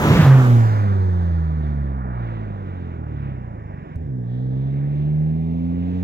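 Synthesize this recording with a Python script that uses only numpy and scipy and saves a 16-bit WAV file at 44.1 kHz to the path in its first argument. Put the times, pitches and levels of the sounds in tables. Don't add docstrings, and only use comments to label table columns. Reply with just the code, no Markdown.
import sys
import numpy as np
from scipy import signal
from scipy.fft import rfft, irfft, next_fast_len
from scipy.io import wavfile
from scipy.ndimage import uniform_filter1d, map_coordinates

SR = 44100
rng = np.random.default_rng(int(sys.argv[2]) if len(sys.argv) > 2 else 0)


def bounce(signal):
    frames = np.transpose(np.atleast_2d(signal))
    limited = np.clip(frames, -1, 1)
    pcm = np.round(limited * 32767).astype(np.int16)
    wavfile.write(sys.argv[1], SR, pcm)


def volts_from_db(level):
    exponent = np.asarray(level, float) / 20
    return 10 ** exponent


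N = 265923
T = np.arange(N) / SR
SIZE = next_fast_len(N)
FREQ = np.arange(SIZE // 2 + 1) * SR / SIZE + 1e-3
STEP = 32
SLOW = np.arange(0, N + STEP, STEP) / SR
CUT_S = 3.9585

# (time [s], firing rate [Hz], level [dB])
APPROACH = [(0, 135, -32.5), (.05, 153.6, -28.5), (.09, 149, -26), (.12, 147.7, -21.5), (.15, 162.8, -29.5),
            (.175, 165, -30.5), (.195, 156, -12), (.22, 150.6, -27), (.245, 142.7, -27.5)]
# (time [s], firing rate [Hz], level [dB])
COAST = [(.27, 134.9, -17), (.35, 132.1, -18), (.52, 119.8, -21.5), (.72, 107.2, -27.5),
         (.975, 95.3, -29.5), (1.35, 82.84, -30.5), (1.85, 68.66, -31.5), (2.6, 48.97, -40.5),
         (3.2, 35.35, -38), (3.8, 22.7, -42.5), (3.95, 21.9, -46)]
# (time [s], firing rate [Hz], level [dB])
PULL = [(3.965, 83.93, -50), (4.035, 76.65, -51), (4.105, 65.68, -39), (4.245, 59.03, -40.5),
        (4.35, 62.3, -38.5), (5.6, 84.16, -33.5), (6.03, 92.05, -32)]
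SHUT_DB, OPEN_DB = (-0.5, -3.5, -10, -8), (-2.5, 0.3, -2, -5)
# (frequency [Hz], level [dB])
SHUT_TONE = [(25, -31), (60, 5), (90, 12), (118, 13), (150, 7.5), (215, 8), (280, -6.5), (450, -10.5)]
# (frequency [Hz], level [dB])
OPEN_TONE = [(60, -5.5), (95, 10.5), (150, 15.5), (190, 2.9), (228, 0), (255, 8.5), (335, -10.5),
             (400, -16)]
# (frequency [Hz], width [Hz], level [dB])
PIPE = [(142, 45, 4), (215, 45, 0), (340, 130, -5), (540, 200, -11), (820, 300, -15)]
# (time [s], frequency [Hz], depth [dB], length [s])
ORDER_DIPS = [(0.118, 300, -5, .015), (0.325, 310, 22, 0.035), (0.447, 131.1, 6, 0.056), (.5, 356, -3.5, .12),
              (0.715, 203.7, 25, 0.085), (1.04, 395.6, -12.5, 0.23), (1.25, 227.8, 25.5, 0.25),
              (1.961, 124, 6.5, 0.25), (2.206, 264.3, 24, 0.085), (3.258, 148.7, -8.5, 0.15),
              (3.88, 82.3, 12, .11), (4, 78.7, -23, 0.098), (4.032, 250, -11.5, 0.044)]
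# (time [s], level [dB], length [s])
RASP_SWELLS = [
    (1.047, 5.5, 0.14),
    (1.703, -10, 0.41),
    (4.902, 3, 0.33),
    (5.955, 7, .15),
    (3.452, -1, .12),
    (3.756, 4, 0.073),
]
# (time [s], peak level [dB], ring [Hz], swell [s])
BOOMS = [
    (.01, -27, 303, 0.017),
    (0.051, -23, 230, 0.027),
    (0.091, -11.5, 101, 0.016),
    (.11, -23.5, 299, 0.015),
    (0.144, -14, 195, 0.025),
    (0.149, -15.5, 100, 0.0096),
    (0.221, -10.5, 95, 0.011),
    (0.235, -19.5, 258.6, 0.0082),
    (3.959, -20.5, 103, 0.0054),
    (4.031, -28.5, 103.6, 0.016),
]
# (time [s], frequency [Hz], level [dB])
WHISTLE = [(0, 14050, -60), (.04, 13700, -60), (.065, 13400, -72), (.09, 13100, -59), (.18, 12050, -62),
           (.21, 11900, -68), (.24, 11700, -63), (.3, 11200, -75), (.35, 11000, -110)]
# (time [s], frequency [Hz], level [dB])
SPOOL = [(4.2, 3473, -100), (4.5, 3470, -97), (4.65, 3560, -75), (4.75, 3650, -76), (4.9, 3620, -110)]
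HISS_HZ = (600, 1800, 3400, 4900)
# (level when nearest [dB], loss [dB per dB of distance],
# extra loss far off [dB per dB squared], gain on boost [dB])
HISS = [
    (-30, 1.033, 0.003, 5),
    (-32.5, 1.26, 0.0011, 0),
    (-35.5, 1.7649, 0.00075, 9),
    (-45, 0.74, 0.076, 19.5),
]
# (frequency [Hz], level [dB])
HISS_TONE = [(25, -28), (60, -5.5), (200, 1), (450, -3.5), (800, 1.5), (1150, 2), (1650, -0.5), (2500, -1),
             (3300, -2), (4500, -3.5), (6500, 2.5), (8500, -6.5), (12000, -3), (15500, 2.5)]
# (time [s], level [dB])
NEAR = [(0, -1), (.12, -1.5), (.24, -2), (.3, -5.5), (.45, -6), (.65, -9.5), (.87, -13.5), (1.1, -15.5),
        (1.5, -17.5), (2.0, -18), (3, -19.5), (3.94, -22.5), (3.97, -25), (4.2, -26), (4.9, -23.5),
        (5.5, -22.5), (6.03, -22)]
# (time [s], centre [Hz], level [dB], length [s])
GUSTS = [(.0, 3000, -4.5, .03), (0.087, 1810, 3, 0.055), (.1, 904.4, -2.5, 0.16), (2.86, 6460, 3, 0.051),
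         (5.748, 6520, -3, .1), (5.974, 5910, 3, .06), (0.184, 2630, 3.5, 0.092), (0.334, 1640, 4.5, .14),
         (0.798, 1800, 4.5, .15), (1.295, 5000, 6.5, 0.42), (1.68, 3300, 5.5, 0.05), (2.04, 6500, -18, 0.1),
         (2.15, 1200, 6.5, 0.2), (2.325, 3200, 6, 0.12), (2.722, 3400, 2.5, 0.078),
         (3.03, 4200, -7.5, 0.053), (3.27, 3000, 6, 0.096), (3.595, 4979, -12.5, 0.24),
         (3.8, 2200, 8, 0.37), (4.078, 3600, 1, 0.048), (4.326, 3763, 7.5, .11), (4.546, 5000, 8.5, 0.28),
         (4.82, 1900, 4, 0.11), (4.84, 4200, -4, 0.061), (5.0, 4200, 4.5, 0.073), (5.297, 4500, -1, .15),
         (5.855, 2800, 3.5, 0.13)]
# (time [s], length [s], notch [Hz], climb [Hz per s], depth [dB])
GROUND = [
    (1.3, .9, 2540, 30.2, 11),
    (3.747, .3, 1314, 30.04, 8),
    (4.353, 0.29, 2440, 100, 17),
    (5.444, 0.27, 1450, 1168, 11),
]
# (notch [Hz], depth [dB])
BANK_DIP = (1270, 8.7)
# (time [s], peak level [dB], frequency [Hz])
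TICKS = [
    (1.33, -59, 6163),
    (3.223, -53.5, 5000),
    (3.9584, -40.5, 6000),
]
# (frequency [Hz], left minus right level [dB])
PORTS = [(60, -1.5), (110, -2.0), (200, -2.0), (380, -2.5), (700, -4.0), (1290, -4.0), (2380, -1.5),
         (4400, -5.0), (8120, -4.5), (15000, -4.5)]
# (frequency [Hz], level [dB per Hz])
SELF_NOISE = [(2500, -13), (3600, -3), (4400, -16.5), (5350, -2.5), (6100, -14.5), (6900, -5),
              (7800, -19.5), (9000, -18), (11500, -19.5), (12200, -37.5), (15500, -34.5)]


def exhaust(count=10):
    hz, level_db = curve(APPROACH + COAST + PULL)
    ahead_db = -7 * (SLOW < COAST[0][0])
    rasp_db = -25.5 + 0.51 * level_db + ahead_db
    rasp_db = rasp_db + sum(db * bump(s, length) for s, db, length in RASP_SWELLS)
    cycle = np.cumsum(fine(hz * (1 + 0.0017 * walk(30)))) / SR
    grid = np.arange(1, 3000.)
    response = pipe(grid)
    ring_db = 20 * np.log10(np.abs(response))
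    ring_angle = np.unwrap(np.angle(response))
    out = np.zeros(N)
    for k in range(1, count + 1):
        upper = k - len(SHUT_DB) - 1
        if upper < 0:
            db = level_db + order_db(k, hz) + 0.57 * walk(7.6)
            wander = 0
        else:
            db = np.minimum(rasp_db, -33) - 0.8 * upper + 3.5 * walk(5)
            db = db + np.interp(k * hz, grid, ring_db)
            wander = .05 * upper * walk(25)
        angle = fine(np.interp(k * hz, grid, ring_angle) + wander)
        out -= np.sqrt(2) * fine(volts_from_db(db)) * np.cos(2 * np.pi * k * cycle + angle)
    return out, cycle % 1


def order_db(k, hz):
    shut = SHUT_DB[k - 1] + on_log(SHUT_TONE, k * hz)
    pulling = OPEN_DB[k - 1] + on_log(OPEN_TONE, k * hz)
    db = np.where(SLOW < CUT_S, shut, pulling)
    return db - sum(dip(k * hz, f, depth * bump(s, length)) for s, f, depth, length in ORDER_DIPS)


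def pipe(hz):
    out = 0
    for k, (f, width, db) in enumerate(PIPE):
        out = out + (-1) ** k * volts_from_db(db) / (1 + 1j * (hz / f - f / hz) * f / width)
    return out


def backfires():
    out = np.zeros(N)
    for s, db, hz, swell in BOOMS:
        age = np.clip(T - s, 0, 1) / max(swell, .002)
        out += volts_from_db(db) * age * np.exp(1 - age) * np.sin(2 * np.pi * hz * (T - s))
    return out


def turbo(rows, wobble):
    hz, db = curve(rows)
    turns = np.cumsum(fine(hz * (1 + wobble * walk(120)))) / SR
    return np.sqrt(2) * fine(volts_from_db(db + 2 * walk(55))) * np.sin(2 * np.pi * turns)


def hiss(phase):
    level = hiss_levels()
    lag_ms, share = bearing()
    gusts = np.array([db * bump(s, length) for s, f, db, length in GUSTS])
    gust_hz = np.array(GUSTS)[:, 1]
    notches = [(np.maximum(f + climb * (SLOW - s), 100), depth * bump(s, length))
               for s, length, f, climb, depth in GROUND]
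    shade = np.clip(.4 + 1.3 * lag_ms, 0, 1) * np.array([[.5], [-.5]])
    puff = np.cos(2 * np.pi * phase) * (T > .25)
    air = rfft(rng.standard_normal((3, SIZE)))
    common, apart, drift = 0, 0, walk(1)
    for hz in 26.6 * 2 ** np.arange(0, 9.4, 1 / 3):
        place = np.interp(np.log(hz), np.log(HISS_HZ), np.arange(4))
        low, high = int(place), min(int(place) + 1, 3)
        db = level[low] + place % 1 * (level[high] - level[low])
        db = db + np.exp(-(np.log2(hz / gust_hz) / 1.1) ** 2) @ gusts
        db = db - sum(dip(hz, *notch) for notch in notches)
        db = db - dip(hz, *BANK_DIP) * (SLOW > CUT_S)
        db = db - 0.17 * max(np.log2(hz / HISS_HZ[-1]), 0) * (level[-1].max() - level[-1])
        drift = .8 * drift + .6 * walk(4)
        db = db + on_log(HISS_TONE, hz) + 0.12 * drift + 0.57 * walk(18)
        gain = volts_from_db(db + on_log(PORTS, hz) * shade)
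        puffs = 1 + 0.072 * puff / (1 + hz / 900)
        noise = irfft((air * band(hz, 1 / 3)).astype(np.complex64), SIZE)[:, :N]
        noise = puffs * noise / np.std(noise[0])
        same = np.clip(share, .01, .99) ** (hz / 2000)
        common = common + np.array([fine(g) for g in gain * np.sqrt(same)]) * noise[0]
        apart = apart + np.array([fine(g) for g in gain * np.sqrt(1 - same)]) * noise[1:]
    return common, apart


def hiss_levels():
    near = curve(NEAR)[0]
    boost = np.clip((SLOW - 4.2) / 0.13, 0, 1)
    return np.array([db + loss * near - far * near ** 2 + gain_db * boost for db, loss, far, gain_db in HISS])


def rumble():
    from_peak_s = SLOW - 0.13
    passing = -18.5 - np.maximum(-50.5 * from_peak_s, 55.5 * from_peak_s)
    far = -43 + 2 * bump(4.02, .08) + 8 * bump(0.2, .5)
    return fine(volts_from_db(np.maximum(passing, far) + 2 * walk(25))) * shaped(band(150, 3.0))


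def ticks():
    out = np.zeros(N)
    for s, db, hz in TICKS:
        click = irfft(band(hz, 3.0) * np.exp(-2j * np.pi * FREQ * s), SIZE)[:N]
        out += volts_from_db(db) * click / click.max()
    return out


def self_noise():
    level_db = -84.5 + 6.5 + np.array([[-1.4], [1.4]])
    gain = volts_from_db(on_log(SELF_NOISE, FREQ)) * (FREQ > 2500)
    return volts_from_db(level_db) * np.array([shaped(gain) for _ in range(2)])


def bearing():
    abeam_s, swing_s = .38, .22
    share = .855 + .075 * np.tanh((SLOW - .62) / .08) - .21 * bump(.43, .17)
    return .13 + .345 * np.tanh((SLOW - abeam_s) / swing_s), share


def later(x, ms):
    return map_coordinates(x, [np.arange(N) - ms * SR / 1000], order=3, mode="nearest")


def dip(hz, notch_hz, depth_db):
    return depth_db * np.exp(-(np.log2(hz / notch_hz) / .28) ** 2)


def bump(s, length):
    return np.exp(-((SLOW - s) / length) ** 2)


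def walk(rate):
    k = int(SR / STEP / rate)
    held = np.repeat(rng.standard_normal(len(SLOW) // k + 1), k)
    return 1.68 * uniform_filter1d(uniform_filter1d(held, k), k)[:len(SLOW)]


def band(hz, octaves):
    return np.cos(np.pi / 2 * np.clip(np.log2(FREQ / hz) / octaves, -1, 1)) ** 2


def shaped(gain):
    x = irfft(rfft(rng.standard_normal(SIZE)) * gain, SIZE)[:N]
    return x / np.std(x)


def curve(rows):
    s, *cols = np.transpose(rows)
    return [uniform_filter1d(np.interp(SLOW, s, c), size=8) for c in cols]


def on_log(rows, hz):
    f, v = np.transpose(rows)
    return np.interp(np.log(hz), np.log(f), v)


def fine(x):
    return np.interp(T, SLOW, x)


def top_when_strong(x):
    top = irfft(rfft(x, SIZE) * (FREQ > 11950), SIZE)[:, :N]
    strong = uniform_filter1d(np.mean(top ** 2, axis=0), size=1024) > volts_from_db(2 * -84.5)
    return x - top * (1 - uniform_filter1d(1. 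* strong, size=512))


def scene():
    lag_ms = fine(bearing()[0])
    tones, phase = exhaust()
    bass = tones + backfires() + rumble()
    common, apart = hiss(phase)
    common = common + turbo(WHISTLE, .007) + turbo(SPOOL, 0.012) + ticks()
    left = volts_from_db(-0.5) * later(bass, 1.37 * lag_ms) + later(common[0], lag_ms)
    right = volts_from_db(1.58) * bass + common[1]
    return np.array([left, right]) + apart


def top_cut(x):
    return signal.sosfilt(signal.butter(12, 15760, fs=SR, output="sos"), x)


def record(dry):
    roll_off = signal.butter(2, 25, "high", fs=SR, output="sos")
    x = signal.sosfilt(roll_off, dry + self_noise())
    x = top_when_strong(np.tanh(.8 * x) / .8)
    return top_cut(x)


dry = scene()
out = record(dry)
bounce(out)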